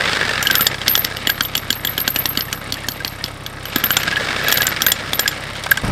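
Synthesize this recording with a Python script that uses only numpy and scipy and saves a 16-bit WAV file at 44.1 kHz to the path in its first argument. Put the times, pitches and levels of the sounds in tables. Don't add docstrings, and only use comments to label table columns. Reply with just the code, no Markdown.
import sys
import numpy as np
from scipy import signal
from scipy.fft import rfft, irfft, next_fast_len
from scipy.io import wavfile
from scipy.ndimage import uniform_filter1d

SR = 44100
rng = np.random.default_rng(int(sys.argv[2]) if len(sys.argv) > 2 else 0)


def waveform_to_disk(signal):
    frames = np.transpose(np.atleast_2d(signal))
    scaled = np.clip(frames, -1, 1) * 32767
    samples = np.round(scaled).astype(np.int16)
    wavfile.write(sys.argv[1], SR, samples)


def boost_factor(decibels):
    exponent = np.asarray(decibels, float) / 20
    return 10 ** exponent


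N = 260631
T = np.arange(N) / SR
CUT_S = 5.834


def level(x, db=0):
    return x * boost_factor(db) / np.sqrt(np.mean(x ** 2))


def ring(x, modes):
    out = 0
    for k, (hz, width, db) in enumerate(modes):
        out = out + (-1) ** k * boost_factor(db) * signal.lfilter(*signal.iirpeak(hz, hz / width, SR), x)
    return out


def width_gain(modes):
    return np.sqrt(SR / sum(width for _, width, _ in modes) / 6)


def colour(x, points):
    hz, db = np.transpose(points)
    n = next_fast_len(N, True)
    log_hz = np.log(np.arange(1, n // 2 + 2) * SR / n)
    gain = boost_factor(np.interp(log_hz, np.log(hz), db, -90, -90))
    return level(irfft(rfft(x, n) * gain, n)[:N])


def fade(times, gains, ms):
    kicks, heard = np.zeros(N), times >= 0
    np.add.at(kicks, np.minimum(times[heard] * SR, N - 1).astype(int), gains[heard])
    return signal.lfilter([1], [1, -np.exp(-1000 / (ms * SR))], kicks)


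def noise():
    return rng.standard_normal(N)


def smooth_twice(x, size):
    return uniform_filter1d(uniform_filter1d(x, size), size)


def rattle(per_s, scatter_db, ms, bed):
    slots_per_s = 400
    chance = rng.random((int(N / SR * slots_per_s), 2))
    hit = chance[:, 0] < per_s / slots_per_s
    times = np.arange(len(chance))[hit] / slots_per_s + chance[hit, 0] / per_s
    gains = boost_factor(-scatter_db * np.log(1 - chance[hit, 1]))
    return noise() * (bed + fade(times, gains, ms))


# time in seconds, peak in dB, crack in dB, keeper ring in dB.
PUSHED_CLANKS = [(0.4265, -9.5, 1.5, -24), (0.4695, 1.5, -18, -21), (0.5096, 1, -16, -21),
                 (0.5528, 0, -5.5, -13), (0.608, -2.5, -5, -11), (0.667, 1.5, -2, -19),
                 (0.8797, 0, -7.5, -17), (0.9525, 1, -13, -18), (0.9762, -6, -19, -12),
                 (1.047, -3, -1.5, -25), (1.168, -12.5, -13, -32), (3.759, -2.5, -9, -14),
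                 (3.8384, -2, -11, -10), (3.905, -5.5, -8, -19), (3.9675, -1, -1.5, -29),
                 (4.032, -6.5, -27, -29), (4.4823, 0, -20, -15), (4.524, -2, -2, -14),
                 (4.573, -6.5, -2.5, -19), (4.6678, -2.5, -2, -27), (4.819, -3, -7, -18),
                 (4.864, -5.5, -1, -9), (4.918, 0.5, 1, -23), (5.1322, -4.5, -13, -22),
                 (5.1932, -1, -3, -14), (5.2773, 0.2, -3.5, -20), (5.715, -6, -2.5, -22)]
# time in seconds, peak in dB, crack in dB, keeper ring in dB, upper modes in dB.
LOOSE_CLANKS = [(1.271, 0.5, -9, -22, -7), (1.4074, -1.5, -21, -30, -5), (1.5519, -2, -8, -28, -7),
                (1.7034, -3, -7.5, -21, -5), (1.8481, -4.5, -8.5, -17, -10.5),
                (1.9783, -2, -10, -18, -10.5), (2.0773, -2, -5, -18, -5.5), (2.16, 1, -9.5, -18, -8),
                (2.2562, -2.5, -17, -17, -5.5), (2.373, -5, -8, -22, -3), (2.5273, -5.5, -7.5, -27, -5.5),
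                (2.7225, -15, -6, -27, 1), (2.8852, -7.5, -11, -25, -2.5), (3.0473, -11.5, -8, -29, 0),
                (3.24, -8, -19, -30, -4), (3.4628, -15, -15, -31, -7), (3.654, -13.5, -15, -29, -7.5)]
# time in seconds, peak in dB, crack in dB, upper modes in dB.
REBOUNDS = [(0.8149, -13, -26, -11), (1.299, -2, -13, -8), (1.4334, -24.5, 8, -2), (1.45, -11.5, -17, -12),
            (1.577, -10, -7, -2.5), (1.7274, -14.5, -8, 0.5), (1.8726, -6.5, -12, -17),
            (2.003, -15, -5, -1.5), (2.4074, -10.5, -13, -2), (2.741, -18, -22, 0), (2.919, -26.5, -1, 2.5),
            (3.0782, -26, -17, 5), (3.26, -17, -24, -5), (4.159, -8, -38, -24), (4.5162, -4, -7, -13),
            (4.6186, -5, -7, -2.5), (5.314, -17, -10, -4), (5.553, -13.5, -22, -9),
            (5.6366, -10.5, -17, -7), (5.662, -24, -20, 3), (5.772, -13.5, -5, 1)]


def blows():
    pushed = [(s, db, crack, 0.34 * crack) for s, db, crack, _ in PUSHED_CLANKS]
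    loose = [row[:3] + row[4:] for row in LOOSE_CLANKS]
    return np.transpose(pushed + loose + REBOUNDS)


def runs_loose(s):
    return (s >= LOOSE_CLANKS[0][0]) & (s <= LOOSE_CLANKS[-1][0])


# pitch in Hz, width in Hz, level in dB.
STEEL = [
    [(3370, 160, 0.5), (2940, 380, -2), (3740, 640, -4.5), (1760, 730, -8.5)],
    [(4470, 230, 1.6), (5080, 680, 6.7), (5520, 1960, 3.6)],
    [(6980, 150, 11.5), (7370, 124, 12), (8450, 260, 7), (7090, 24, 9), (7400, 31, 9.5), (8400, 8600, -17),
     (12600, 2400, -2.5)],
]
# scrape length in ms, first blow over scrape as a ratio.
BURST = [
    (1.92, 2.5),
    (1.49, 0.34),
    (1.85, 2.6),
]
CLANK_HZ = [3150, 3300, 3260, 3230, 3060, 3300, 3410, 3350, 3250, 3540, 3130, 3370, 3080, 2920, 3600, 3350,
            3470, 3330, 3500, 3250, 3350, 3550, 3450, 3480, 3520, 3450, 3120, 3190, 3270, 3150, 3220, 3320,
            3290, 3280, 3235, 3450, 3370, 3340, 3630, 3230, 2980, 3280, 3630, 3040]
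ONSET_DELAY_S = .0007


def clanks():
    s, peak_db, crack_db, upper_db = blows()
    scatter_db = 1.5 * rng.standard_normal(len(s))
    shank_db = np.where(runs_loose(s), 2 * upper_db, -60)
    part_db = [0 * s, upper_db + scatter_db, crack_db, shank_db]
    part_modes = STEEL + [[(4420, 330, 0)]]
    part_burst = BURST + [(0.5, 5.2)]

    latest = np.argsort(s)[np.clip(np.searchsorted(np.sort(s), T) - 1, 0, None)]
    middle_hz, hz_per_db = 3300, 45
    clank_hz = np.r_[CLANK_HZ, np.full(len(REBOUNDS), middle_hz)]
    lean_db = (clank_hz - middle_hz) / hz_per_db
    body_lean = [0, -1, 1, 0]

    out = 0
    for part, (modes, (ms, blow), rel_db) in enumerate(zip(part_modes, part_burst, part_db)):
        gain = boost_factor(peak_db + rel_db + 3.0)
        scrape = noise() * uniform_filter1d(fade(s + ONSET_DELAY_S, gain, ms), size=70)
        drive = scrape + blow * fade(s + ONSET_DELAY_S, gain, 0.015)
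        rung = ring(drive, modes[:1])
        for k, mode in enumerate(modes[1:], 1):
            share_db = 1.5 * rng.standard_normal(len(s))
            if part == 0:
                share_db = share_db + body_lean[k] * lean_db
            rung = rung + (-1) ** k * ring(drive * boost_factor(share_db)[latest], [mode])
        out = out + rung * width_gain(modes)
    return out + 0.04 * np.roll(out, int(0.0048 * SR))


# time in seconds, top ring in dB, long ring in dB,
# low ring in dB.
KEEPER_TOUCHES = [(0.4375, -26.3, -30.6, -32), (0.4519, -22, -31, -27), (0.5277, -21, -17, -28),
                  (0.5653, -19.2, -23.8, -18), (0.581, -12, -17, -37), (0.5958, -18.5, -20, -29.0),
                  (0.6203, -7.5, -21, -12), (0.6537, -18.1, -18.2, -32), (0.8938, -8, -14.4, -13),
                  (0.9088, -11, -6, -24.9), (0.9234, -13, -20.8, -12), (0.9356, -15, -15, -26),
                  (0.9613, -14, -20.8, -25.5), (0.991, -7, -17, -22), (1.021, -29.1, -24.7, -40.5),
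                  (1.027, -31, -23, -36.4), (1.0439, -15, -19.5, -28), (1.2933, -11, -21, -23.9),
                  (1.3168, -21, -19, -32.3), (1.4222, -15, -16, -37), (1.454, -19, -28, -40.3),
                  (1.5663, -17, -19, -33), (1.5824, -29, -23, -30), (1.725, -19, -37, -34),
                  (1.7527, -25.5, -18, -31.7), (1.8673, -15, -31, -30), (1.893, -21.3, -16.5, -34),
                  (1.99, -22.0, -25.1, -32), (1.999, -13.0, -14, -30), (2.0133, -13, -17.4, -15),
                  (2.021, -23.5, -19, -31.6), (2.06, -28.5, -24, -37.9), (2.103, -7, -17, -27.1),
                  (2.111, -29.5, -22, -32), (2.1425, -19, -20.9, -32.1), (2.1876, -7.5, -13, -23),
                  (2.235, -25.2, -32, -37.1), (2.264, -23, -34, -21), (2.2886, -13, -12, -26),
                  (2.3903, -21, -19, -21), (2.3983, -18, -22.3, -29),
                  (2.4195, -25, -18.5, -35), (2.5546, -25, -24, -35.6), (2.908, -23, -27, -36.6),
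                (2.9161, -29, -23, -37.1), (3.0723, -27.4, -21, -40.8), (3.6795, -33, -23, -40.8),
                (3.764, -21.7, -30, -32.5), (3.783, -20, -25.5, -29), (3.8449, -16, -27.0, -35.4),
                (3.8581, -13, -13, -20), (3.892, -24.7, -20, -33.3), (3.9151, -12, -19.6, -16),
                (3.923, -12, -20, -30.3), (3.9347, -18, -26, -32.3), (3.9568, -26.7, -31, -35),
                (3.9841, -27.9, -26, -37.7), (3.9973, -21, -33, -30.9), (4.031, -19, -35, -34),
                (4.4365, -25, -35, -36.5), (4.5025, -20.6, -28, -36), (4.515, -16.9, -20.4, -29),
                (4.5406, -10, -10, -22.3), (4.5705, -9, -16.9, -23.7), (4.582, -18, -21, -27),
                (4.6078, -14, -17, -23), (4.627, -18, -19, -29.6), (4.6356, -14, -17, -27.4),
                (4.687, -18, -23, -36), (4.8362, -20.8, -14, -31.1), (4.8721, -10.6, -18, -16),
                (4.8844, -7, -19, -23.5), (4.901, -15, -14, -31), (5.1442, -16, -22.5, -30.3),
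                (5.1536, -20, -25.4, -28), (5.2055, -15.0, -23, -26), (5.223, -18, -24.8, -30.6),
                (5.2308, -26.1, -21, -35.2), (5.2888, -24, -39, -36), (5.71, -8, -14.0, -18.1)]
RING_HZ = [
    [13110, 13200, 13010],
    [12478, 12540, 12400],
    [11480, 11710, 10900],
]
# time to fall 60 dB in seconds, level in dB.
RING_DECAYS = [
    [(.07, -3), (.06, -8), (.06, -8)],
    [(.24, -8), (.04, -10), (.04, -12)],
    [(.07, -3), (.06, -10), (.06, -16)],
]


def keeper_contacts():
    choked = .4
    rows = []
    for clank_rows, share in ((PUSHED_CLANKS, choked), (LOOSE_CLANKS, 1)):
        for s, _, _, db, *_ in clank_rows:
            rows.append((s, db, db - 0.5, db - 10, share))
    for row in KEEPER_TOUCHES:
        rows.append((*row, 1 if runs_loose(row[0]) else choked))
    return np.transpose(sorted(rows))


def jingles():
    s, *levels, share = keeper_contacts()
    s = s + ONSET_DELAY_S
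    last = np.clip(np.searchsorted(s, T) - 1, 0, None)
    age = np.where(T > s[0], T - s[last], 9)
    chatter = level(ring(rattle(250, 2.2, 1.4, 0.38), [(13100, 1260, 2), (12400, 460, 3)]))
    out = boost_factor(levels[0] - 10.5)[last] * np.exp(-age * 1000 / 6.5) * chatter
    for group_hz, decays, db in zip(RING_HZ, RING_DECAYS, levels):
        for hz, (t60, mode_db) in zip(group_hz, decays):
            is_long = t60 > .1
            chance = rng.standard_normal((len(s), 2))
            lasts = t60 * share[last] if is_long else t60
            scatter_db = 1.2 if t60 > .065 else 4
            size = boost_factor(db + mode_db + scatter_db * chance[:, 0])[last]
            size = size * np.exp(-np.log(1000) * age / lasts)
            wobble = 1 + (.45 if is_long else .55) * level(smooth_twice(noise(), 100))
            pitch = hz + chance[last, 1] * 2 / t60
            tone = np.sin(2 * np.pi * np.cumsum(pitch) / SR)
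            out = out + uniform_filter1d(size, size=80) * wobble * tone
    return out


# time in seconds, peak in dB, pitch in Hz.
KNOCKS = [(0.21, -10.5, 1710), (0.292, -8, 1800), (0.412, -13, 1390), (0.456, -11.5, 1650),
          (0.499, -5.5, 1580), (0.543, -8.5, 1485), (0.592, -10, 1360), (1.294, -9.5, 1634),
          (1.406, -5.5, 1410), (2.481, -22, 1805), (2.768, -19.5, 1810), (2.842, -18.5, 1814),
          (3.002, -17.5, 1600), (3.208, -23, 1820), (3.905, -4, 1450), (3.969, -4, 1440),
          (4.078, -16, 1620), (4.124, -9, 1660), (4.166, -7, 1690), (4.171, -11.5, 1764), (4.207, -15, 526),
          (4.463, -12, 1670), (4.523, -4, 1720), (4.603, -8.5, 1673), (4.652, -12, 1500),
          (4.803, -16, 1320), (4.865, -3.5, 1605), (5.256, -11, 1664), (5.665, -12, 1530), (5.715, 3, 1598),
          (5.7735, -8, 1530)]
# time in seconds, peak in dB, pitch in Hz.
ROCK_CHIP = [
    (5.6612, -11.5, 744),
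    (5.664, -15, 1025),
    (5.665, -15, 2410),
]


def knocks():
    length = 2048
    out, age = np.zeros(N + length), np.arange(length) / SR
    listed, blow_s = np.array(KNOCKS)[:, 0], blows()[0]
    every = KNOCKS + ROCK_CHIP
    for s, db, *_ in PUSHED_CLANKS + LOOSE_CLANKS:
        if np.abs(listed - s).min() > .015:
            every = every + [(s - .001, db - 10, 1650 + 243 * rng.standard_normal())]
    for s, db, hz in every:
        hard = np.abs(blow_s - s).min() < .004
        last_s, width = (.0022, 430) if hard else (.0055, 230)
        swell = np.exp(-age / last_s) * (1 - np.exp(-age / 0.0012))
        tone = .45 * np.sin(2 * np.pi * hz * age)
        modes = [(hz, width, 0), (.45 * hz, 400, -12), (1.4 * hz, 800, -6)]
        body = ring((rng.standard_normal(length) + tone) * swell, modes)
        start = int(s * SR)
        out[start:start + length] += boost_factor(db) * body / np.abs(body).max()
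    return out[:N]


# time in seconds, thud in dB, casing in dB.
THUDS = [(0.4249, -39, -19.5), (0.4715, -23, -41), (0.511, -23, -35), (0.5531, -26, -25),
         (0.6072, -18.5, -21), (0.6669, -28.8, -21), (0.8814, -24, -25), (0.9529, -30.7, -27),
         (0.9766, -43, -18.5), (1.047, -23, -26), (1.272, -21, -21), (1.2977, -33, -19),
         (1.408, -25.5, -32), (1.553, -25, -26), (1.5775, -23.5, -30), (1.7039, -19, -34),
         (1.8504, -23.5, -28), (1.979, -22, -30), (2.0774, -20, -23), (2.16, -20, -17), (2.256, -18, -21),
         (2.3733, -20, -25.5), (2.527, -23, -32), (2.724, -26, -27), (2.885, -19.5, -21),
         (3.0474, -23, -26.5), (3.2408, -25, -27), (3.7595, -16.5, -18), (3.838, -20, -27),
         (3.9056, -19, -24), (3.9669, -22, -17), (4.156, -31, -26), (4.4835, -30, -21), (4.5233, -29, -18),
         (4.574, -26, -25), (4.618, -28, -19), (4.67, -38, -27), (4.82, -26.5, -23), (4.8649, -30.1, -18),
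         (4.9192, -25, -20), (5.1322, -21, -19), (5.1932, -31, -17), (5.2786, -33, -25), (5.7142, -38, -33)]


def thuds():
    s, soil_db, casing_db = np.transpose(THUDS)
    soil, casing = [(228, 74, 3), (345, 166, -4.5)], [(663, 530, 0)]  # (Hz, width Hz, dB)
    out = 0
    for modes, db, push_ms in ((soil, soil_db, 4.7), (casing, casing_db, 2.5)):
        drive = noise() * fade(s, boost_factor(db), push_ms) + 5.25 * fade(s, boost_factor(db), 0.031)
        out = out + boost_factor(3.0) * ring(drive, modes) * width_gain(modes)
    return out


# time in seconds, strokes done as a count.
TURNS = [(-0.02, 0), (0.171, 5), (0.335, 9), (0.6086, 15), (0.7563, 19), (1.2581, 35), (2.0304, 59),
         (2.5133, 75), (2.7687, 83), (3.0341, 91), (3.528, 107), (3.9351, 119), (4.031, 122), (4.21, 126),
         (4.484, 133), (4.919, 142), (5.0595, 146), (5.92, 173.3)]
# time in seconds, peak in dB.
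TAPS = [(0.0084, -9), (0.0187, -13), (0.0371, -11), (0.0558, -7.5), (0.0753, -11), (0.083, -10),
        (0.0938, -6), (0.106, -14), (0.122, -13), (0.132, -7.5), (0.1515, -11), (0.16, -12), (0.17, -7),
        (0.192, -14), (0.2014, -16), (0.211, -8), (0.231, -13), (0.2395, -15), (0.2515, -9), (0.273, -19),
        (0.2798, -12), (0.292, -9.5), (0.312, -11), (0.334, -9.5), (0.356, -11), (0.378, -9.5),
        (0.3934, -17), (0.6933, -24), (0.7149, -8.5), (0.7436, -9), (0.7827, -13), (0.864, -8), (0.871, -4),
        (4.0164, -15.5), (4.064, -17), (4.0775, -9), (4.1127, -10.5), (4.1978, -12.5), (4.207, -17),
        (4.2325, -15.5), (4.251, -17), (4.271, -13.5), (4.2877, -12), (4.305, -15), (4.3285, -14),
        (4.364, -11), (4.3948, -15), (4.4134, -18), (4.4307, -24), (4.4408, -20), (4.7075, -12),
        (4.7176, -10.5), (4.7236, -9.5), (4.7456, -21), (4.7634, -7), (4.77, -13), (4.807, -8),
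        (4.8832, -5), (4.9, -12), (4.963, -13)]
STROKE_TAPS_DB = [
    0,
    -9,
    -3,
    -8,
]


def stroke_taps(load_db):
    at, turns = np.transpose(TURNS)
    strokes = int(turns[-1])
    chance = rng.standard_normal((4 * strokes, 2))
    taps = np.interp(np.arange(4 * strokes) / 4, turns, at) + .0006 * chance[:, 0]
    size = boost_factor(1.8 * chance[:, 1] + np.tile(STROKE_TAPS_DB, strokes))
    puff = fade(taps[::4], size[::4], 6.5)
    listed, tap_db = np.transpose(TAPS)
    taken = np.r_[listed, np.array(KNOCKS)[:, 0]]
    regular = np.abs(taps[:, None] - taken).min(axis=1) > .022
    listed_size = boost_factor(tap_db - np.interp(listed, T, load_db) - 17.5)
    return np.r_[taps[regular], listed], np.r_[size[regular], listed_size], puff


def gripped(drive, modes):
    out = 0
    for k, mode in enumerate(modes):
        grip = boost_factor(1.5 * level(smooth_twice(noise(), 1500)))
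        out = out + grip * ring(drive, [mode]) * (-1) ** k
    return out


# time in
# seconds, pitch in Hz.
PANEL = [(0.0, 1880), (0.4, 1720), (0.5, 1580), (0.64, 1310), (3.9, 1330), (4.14, 1675), (4.5, 1750),
         (4.72, 1485), (4.9, 1390)]


def sinking_panel(jolts):
    turn = np.exp(2j * np.pi * np.cumsum(np.interp(T, *np.transpose(PANEL))) / SR)
    slow = signal.lfilter(*signal.butter(1, 45, fs=SR), jolts / turn)
    return (slow * turn).real


# time in seconds, level in dB.
LOAD = [(0.0, -20), (0.45, -27), (0.89, -30), (1.66, -36), (2.09, -33), (2.8, -37), (3.56, -39),
        (3.75, -30.5), (4.04, -27.5), (4.4, -24), (4.9, -29.5), (5.42, -32.5), (5.83, -33)]
# pitch in Hz, width in Hz, level in dB.
HOUSING = [(507, 172, -6.5), (1210, 148, -0.5), (1650, 240, 1.5), (1944, 250, 1.5), (2292, 92, -4)]
# pitch in Hz, width in Hz, level in dB.
GEARCASE = [(4030, 2400, 22.5), (3330, 720, 5), (3810, 190, 18), (5520, 170, 15)]
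# frequency in Hz, level in dB per Hz.
SHAKE = [(82, -10), (140, -0.5), (488, -10.5), (562, -7.5), (1020, -9), (1300, -1.5), (1690, -53),
         (2860, -120)]
# frequency in Hz, level in dB.
GRIT = [(1350, -4), (2300, 1.5), (2630, 2), (3870, -8), (6200, -14), (8600, -11.5), (11000, -28),
        (15400, -45)]
# frequency in Hz, level in dB.
AIR = [(3240, -8), (5500, 5), (6580, -9.5), (8870, -5.5), (10700, -13), (11900, -7.5), (15200, -16),
       (15750, -30)]


def housing():
    load_db = np.interp(T, *np.transpose(LOAD))
    grind, load = boost_factor(load_db), np.clip((load_db + 35) / 9, 0, 1)
    over_db = load_db + 30
    shake, grit = boost_factor(-34.5 + 0.5 * over_db), boost_factor(-32.5 + 0.98 * over_db)
    air = boost_factor(-47.5 + 0.48 * over_db) * np.where(T > CUT_S, boost_factor(8.5), 1)
    taps, size, puff = stroke_taps(load_db)

    tapping = noise() * uniform_filter1d(fade(taps, size, 4.0), size=30)
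    jolts = (1 - .4 * load) * rattle(120, 1.6, 2.5, .6) + 3.0 * load * tapping
    jolts /= np.sqrt(uniform_filter1d(jolts ** 2, SR // 4))

    out = grind * level(gripped(jolts, HOUSING), 0.88)
    tap_drive = fade(taps, size, 0.056) + 0.3 * noise() * fade(taps, size, 3.6)
    tap_modes = [(1720, 330, -5.5), (3450, 320, -6.5), (4960, 270, -6.5)]
    out += grind * load * level(ring(tap_drive, tap_modes), -1.5)
    out += grind * load * level(sinking_panel(jolts), -9)
    out += shake * boost_factor(3.0) * colour(jolts + 0.96 * noise(), SHAKE)
    gears = colour(jolts + 0.45 * noise() * puff, GRIT)
    out += grit * level(gripped(gears, GEARCASE), 1.3)

    vent = ring(noise() * puff * (1 - 0.73 * load), [(8800, 1500, 0)])
    breath = noise() * (.7 + .6 * load + .35 * puff * (1 - load))
    hiss = colour(breath + .2 * load * jolts, AIR)
    return out + air * boost_factor(3.0) * (hiss + level(vent, -3))


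# harmonic of the firing rate as a number, level in dB.
EXHAUST = [(1, -44), (2, -44), (3, -39), (4, -41), (5, -57), (6, -57), (7, -52.5), (8, -71), (9, -48.5)]
# frequency in Hz, level in dB per Hz.
NEAR_TONE = [(15, -13), (25, -7), (213, 0), (338, -12), (515, -12), (616, -16.5), (1190, -18),
             (3000, -26.5), (3900, -54), (6600, -120)]


def generator():
    firing_hz, first_firing_s = 33.333, .0083
    turn = (T - first_firing_s) * firing_hz + 0.28 * (T > CUT_S)
    chance = rng.standard_normal((int(turn[-1]) + 3, 2))
    cycle = np.round(turn).astype(int)
    size = uniform_filter1d(boost_factor(1.4 * chance[cycle, 0]), 300)
    angle = 2 * np.pi * (turn + uniform_filter1d(0.02 * chance[cycle, 1], 300))
    hum = -size * sum(np.sqrt(2) * boost_factor(db) * np.cos(k * angle) for k, db in EXHAUST)
    near = np.clip((T - CUT_S) / 0.002, 0, 1)
    pulse = np.diff(np.floor(turn), prepend=np.floor(turn[0]))
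    rough = colour(rattle(95, 2.8, 4.8, 1.3) - 13 * pulse, NEAR_TONE)
    return hum * (1 + 2.0 * near) + near * boost_factor(-19.5) * rough


def scene():
    hits = clanks() + knocks() + thuds()
    tail = rng.standard_normal(8000) * 1000 ** (-np.arange(8000) / SR / 0.05)
    trees = signal.fftconvolve(hits, tail)[:N] * boost_factor(-32.5)
    return (hits + trees + jingles() + housing() + generator())[None]


def roll_off(x):
    return signal.sosfilt(signal.butter(12, 16220, fs=SR, output="sos"), x)


def record(dry):
    lowpass = signal.ellip(8, .2, 50, 16200, fs=SR, output="sos")
    x = signal.sosfiltfilt(lowpass, np.clip(dry, -1, 1))

    def band(lo, hi):
        return signal.sosfiltfilt(signal.butter(6, [lo, hi], "band", fs=SR, output="sos"), x)

    edge = band(15750, 20000)
    weak = uniform_filter1d(edge ** 2, 300) < boost_factor(-58) ** 2
    x = x - edge * uniform_filter1d(1. 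* weak, size=128)
    top = band(14400, 20000)
    keeper_power = uniform_filter1d(band(12200, 13600) ** 2, 900)
    masked = uniform_filter1d(top ** 2, 400) < boost_factor(-20) ** 2 * keeper_power
    finished = x - top * uniform_filter1d(1. * masked, size=128)
    return roll_off(finished)


dry = scene()
out = record(dry)
waveform_to_disk(out)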